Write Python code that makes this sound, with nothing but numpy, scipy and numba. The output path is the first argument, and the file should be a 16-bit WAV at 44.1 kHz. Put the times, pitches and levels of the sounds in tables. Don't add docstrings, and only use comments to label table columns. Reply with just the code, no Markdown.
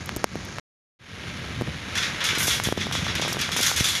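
import sys
import numpy as np
from scipy import signal
from scipy.fft import rfft, irfft
from scipy.io import wavfile
from scipy.ndimage import uniform_filter1d
from numba import njit

SR = 44100
rng = np.random.default_rng(int(sys.argv[2]) if len(sys.argv) > 2 else 0)


def inscribe(sig):
    pcm = np.round(np.clip(np.atleast_2d(sig).T, -1, 1) * 32767)
    wavfile.write(sys.argv[1], SR, pcm.astype(np.int16))


N = 176400
TOP_HZ = 13800
CUT_S, RESUME_S = 0.598, 0.99


def undb(db):
    return 10 ** (np.asarray(db) / 20)


def unit(x):
    return x / np.sqrt(np.mean(x ** 2))


def seconds(length_s):
    return np.arange(int(length_s * SR)) / SR


def curve(rows):
    return undb(np.interp(np.arange(N) / SR, *np.array(rows).T))


def colour(x, points, size=4096):
    hz, db = np.array(points, float).T
    bins_hz = np.arange(size // 2 + 1) * SR / size
    gain = undb(np.interp(np.log(bins_hz + 1), np.log(hz), db))
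    cepstrum = irfft(np.log(gain))
    cepstrum[1:size // 2] *= 2
    cepstrum[size // 2 + 1:] = 0
    return signal.fftconvolve(x, irfft(np.exp(rfft(cepstrum))))[:len(x)]


def butter(x, order, hz, kind):
    return signal.sosfilt(signal.butter(order, hz, kind, fs=SR, output="sos"), x)


def noise(t, order, hz, kind="band"):
    return unit(butter(rng.standard_normal(len(t)), order, hz, kind))


def wander(rate_hz):
    step = int(SR / rate_hz)
    stairs = np.repeat(rng.standard_normal(N // step + 1), step)
    return unit(uniform_filter1d(stairs, step)[:N])


def add(out, at_s, x):
    i = int(at_s * SR)
    out[i:i + len(x)] += x[:max(N - i, 0)]


# t/s, level/dB, treble tilt/(dB/octave)
BUMPS = [(1.953, -5, -4.5), (1.975, -5, -4), (2.027, -5.5, -5.5), (2.205, -4.5, -10), (2.241, -2.5, 0),
         (2.288, -3.5, -11.5), (2.35, -4.5, -5.5), (2.384, -13, 12.5), (2.403, -8.5, -23),
         (2.429, -10.5, 10), (2.471, -4.5, 6), (2.505, -2.5, -2.5), (2.545, -15, 5), (2.637, -9, 4.5),
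         (2.648, -6, -13.5), (2.772, -10, -8), (2.805, -8, -6.5), (2.924, -9, 0.5), (2.95, -7, -5),
         (3.044, -10.5, -6), (3.08, -7.5, -11), (3.152, -7, -5), (3.215, -5, -5.5), (3.28, -10, 1),
         (3.39, -5, -2.5), (3.411, -7, -7), (3.517, -7, -0.5), (3.565, -4, 3), (3.61, -5.5, 3.5),
         (3.629, -2, 2), (3.664, -0.5, 2), (3.762, -3, 3), (3.8, -3.5, 2), (3.842, -1.5, 2.5),
         (3.887, -5.5, 3.5), (3.951, -5.5, -0.5)]


def basket(panel_count=3, rms_db=-29.5, chatter_per_s=650, chatter_s=0.022, pivot_hz=3150):
    panels = [panel() for _ in range(panel_count)]
    blows = np.zeros((panel_count, N))
    size = 8192
    t, hz = np.arange(size) / SR, np.arange(size // 2 + 1) * SR / size
    octaves = np.log2(np.hypot(1, hz / pivot_hz)) - 0.5
    for k, (at_s, db, tilt_db) in enumerate(BUMPS):
        hits = rng.standard_normal(size) * (rng.random(size) < chatter_per_s / SR)
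        hits *= np.exp(-t / chatter_s)
        hits /= np.linalg.norm(hits) + 1e-9
        hits[16] += 0.58
        tilted = irfft(rfft(hits) * undb(tilt_db * octaves))
        add(blows[k % panel_count], at_s, undb(db) * tilted)
    rattle = sum(signal.fftconvolve(blow, ring)[:N] for blow, ring in zip(blows, panels))
    return undb(rms_db) * unit(rattle)


def clinks(gain_db=-24.5, decay_s=0.003):
    out, t = np.zeros(N), seconds(0.06)
    for at_s, db, tilt_db in BUMPS:
        scrape = noise(t, 2, hz=[630, TOP_HZ]) * np.exp(-t / decay_s)
        add(out, at_s, undb(gain_db + db + tilt_db) * scrape)
    return out


# f/Hz, level/dB
MESH_SPECTRUM = [(200, -45), (1150, -10), (1480, -2.5), (2200, -2), (3000, -3.5), (3400, 3), (3750, -0.5),
                 (4450, -6), (5500, -3.5), (6600, -4), (8100, -16), (10500, -13), (14000, -25)]
# f/Hz, level/dB
WIRE_MODES = [(1588, -22.5), (2110, -20), (2283, -17.5), (3359, -17), (3432, -19), (4715, -34), (5270, -19),
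              (5744, -20), (6724, -27)]


def panel(wire_t60_s=0.18, reference_hz=3150):
    t = seconds(1)
    mesh = unit(colour(np.pad(mesh_ring(), (0, SR // 2)), MESH_SPECTRUM))
    wires = np.zeros(len(t))
    for hz, db in WIRE_MODES:
        t60_s = wire_t60_s * hz / reference_hz
        note = np.sin(2 * np.pi * (hz * t + rng.random()))
        wires += undb(db) * unit(note * undb(-60 * t / t60_s))
    return mesh + wires


def mesh_ring(t60_s=0.33, crack_s=0.002, flatten_over_hz=130):
    size = SR // 2
    t, hz = np.arange(size) / SR, np.arange(size // 2 + 1) * SR / size
    crack = 1 + 1.5 * np.exp(-t / crack_s)
    ring = rng.standard_normal(size) * undb(-60 * t / t60_s) * crack
    power = uniform_filter1d(np.abs(rfft(ring)) ** 2, int(flatten_over_hz * size / SR))
    flattening = np.column_stack([hz + 1, -10 * np.log10(power)])
    return unit(colour(ring, flattening))


# t/s, level/dB
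PING_STRIKES = [(3.152, -32), (3.3275, -25.5), (3.413, -26.5), (3.628, -20)]


def pings(note_hz=5350, rise_s=0.002):
    out, t = np.zeros(N), seconds(0.06)
    envelope = t / rise_s * np.exp(1 - t / rise_s)
    for at_s, db in PING_STRIKES:
        note = noise(t, 1, [0.93 * note_hz, 1.07 * note_hz])
        scrape = noise(t, 2, note_hz, "high")
        add(out, at_s, undb(db) * envelope * (note + 0.76 * scrape))
    return out


# t/s, level/dB
ROLL_LEVEL = [(0, -38.5), (.6, -38), (1.0, -45), (1.28, -37), (1.85, -37.5), (1.95, -33), (2.55, -33),
              (2.61, -37), (2.9, -36.5), (3.1, -33), (3.5, -34.5), (4.0, -33.5)]
# f/Hz, level/dB
LOADED_SPECTRUM = [(200, 3), (600, -5), (1800, -3), (4700, -11), (6700, -10), (8000, -29), (10500, -24),
                   (14000, -47.5)]
# f/Hz, level/dB
EMPTY_SPECTRUM = [(300, 1), (1100, 2), (1600, 7), (3500, 3), (4600, -5), (6600, -6), (8000, -21),
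                  (10500, -15), (14000, -34.5)]


def wheels(grains_per_s=5000, spread_db=16.5):
    frame_ring = mesh_ring()
    grit = rng.choice([-1, 1], N) * (rng.random(N) < grains_per_s / SR)
    taps = grit * undb(spread_db * rng.random(N))
    buzz = unit(taps) + 0.3 * unit(signal.fftconvolve(taps, frame_ring)[:N])
    loaded, empty = unit(colour(buzz, LOADED_SPECTRUM)), unit(colour(buzz, EMPTY_SPECTRUM))
    return curve(ROLL_LEVEL) * np.where(np.arange(N) / SR < RESUME_S, loaded, empty)


# t/s, level/dB
GUST_LEVEL = [(0, -38.5), (.45, -41.5), (1.0, -44.5), (1.5, -34.5), (1.68, -33), (1.85, -37.5), (2.2, -40),
              (2.68, -31.5), (3.38, -33.5), (3.48, -36.5), (3.8, -36.5), (4.0, -39.5)]
# f/Hz, level/dB
RUMBLE_SPECTRUM = [(25, -24.5), (45, -17.5), (80, 1), (170, -2.5), (500, -20.5), (4000, -59)]
# t/s, level/dB, nominal f/Hz
PORT_POPS = [(0.0926, -8.5, 1700), (0.1649, -16, 169), (.168, -17.5, 255), (0.2428, -2, 5650),
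             (.2426, -3, 685), (0.356, -15, 350), (0.5848, -13, 1296), (1.6118, -12, 307),
             (1.620, -10, 216), (2.3313, -18.5, 447), (2.376, -16, 232), (2.481, -13, 490),
             (2.5999, -7, 1210), (2.6722, -12.5, 124), (2.688, -10, 355), (2.7247, -7.5, 398),
             (2.7765, -10.5, 332), (2.869, -15, 530), (2.913, -12.5, 1190), (2.953, -12, 820),
             (3.0668, -12, 1050), (3.197, -13, 523), (3.2233, -11.5, 860), (3.2503, -14, 696),
             (3.26, -15, 890), (3.278, -14, 690), (3.325, -15.5, 800), (3.347, -19, 900), (3.369, -14, 664),
             (3.4916, -10.5, 1200), (3.5642, -10.5, 1090), (3.5924, -14, 646), (3.6042, -15.5, 287),
             (3.7154, -9.5, 1030), (3.808, -12, 124)]


def wind(flutter_db=2.04, flutter_hz=45.33, eddies_per_s=11, eddy_gain_db=9.5):
    gust = curve(GUST_LEVEL)
    turbulence = rng.standard_normal(N) * undb(flutter_db * wander(flutter_hz))
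    out = gust * unit(colour(turbulence, RUMBLE_SPECTRUM))
    for at_s, db, hz in PORT_POPS:
        add(out, at_s, undb(db) * pop(hz))
    eddies = (rng.random(N) < eddies_per_s / SR) * rng.uniform(0.65, 1, N)
    eddies *= gust * undb(eddy_gain_db)
    return out + signal.fftconvolve(eddies, pop(hz=450))[:N]


def pop(hz, decay_cycles=0.55, slowing_cycles=0.66, front_cycles=0.1):
    start_hz = 1.71 * hz
    cycles = slowing_cycles * np.log1p(start_hz * seconds(0.06) / slowing_cycles)
    swing = -np.sin(2 * np.pi * (cycles + front_cycles))
    return swing * np.exp(-(cycles / decay_cycles) ** 2)


# t/s, level/dB
BAG_CRINKLES = [(0.06, -26.5), (0.163, -22), (0.1697, -27), (0.451, -37)]


def bags(decay_s=0.001):
    out, t = np.zeros(N), seconds(0.03)
    for at_s, db in BAG_CRINKLES:
        crackle = noise(t, 1, hz=[6000, TOP_HZ]) * np.exp(-t / decay_s)
        add(out, at_s, undb(db) * crackle)
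    return out


def scene():
    return (basket() + wheels() + wind() + bags() + clinks() + pings())[None]


@njit
def follow_peaks(x, release_s):
    decay = np.exp(-1 / (release_s * SR))
    out, peak = np.empty(len(x)), 0.0
    for i in range(len(x)):
        peak = max(x[i], peak * decay)
        out[i] = peak
    return out


def gain_control(x, threshold_db=-15, sense_below_hz=1137, lag_s=0.005):
    t = np.arange(N) / SR
    blast = follow_peaks(np.abs(butter(x, 2, sense_below_hz, "low")), release_s=0.084)
    gain = 1 / np.maximum(blast / undb(threshold_db), 1)
    return uniform_filter1d(np.interp(t - lag_s, t, gain), size=44)


def record(dry, low_cut_hz=43, fade_s=0.14):
    t = np.arange(N) / SR
    ducked = butter(dry, 3, low_cut_hz, "high") * gain_control(dry[0])
    gate = (t < CUT_S) + np.clip((t - RESUME_S) / fade_s, 0, 1) ** 0.61
    top_cut = signal.ellip(10, 0.2, 80, TOP_HZ, fs=SR, output="sos")
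    return signal.sosfilt(top_cut, ducked * gate)


dry = scene()
out = record(dry)
inscribe(out)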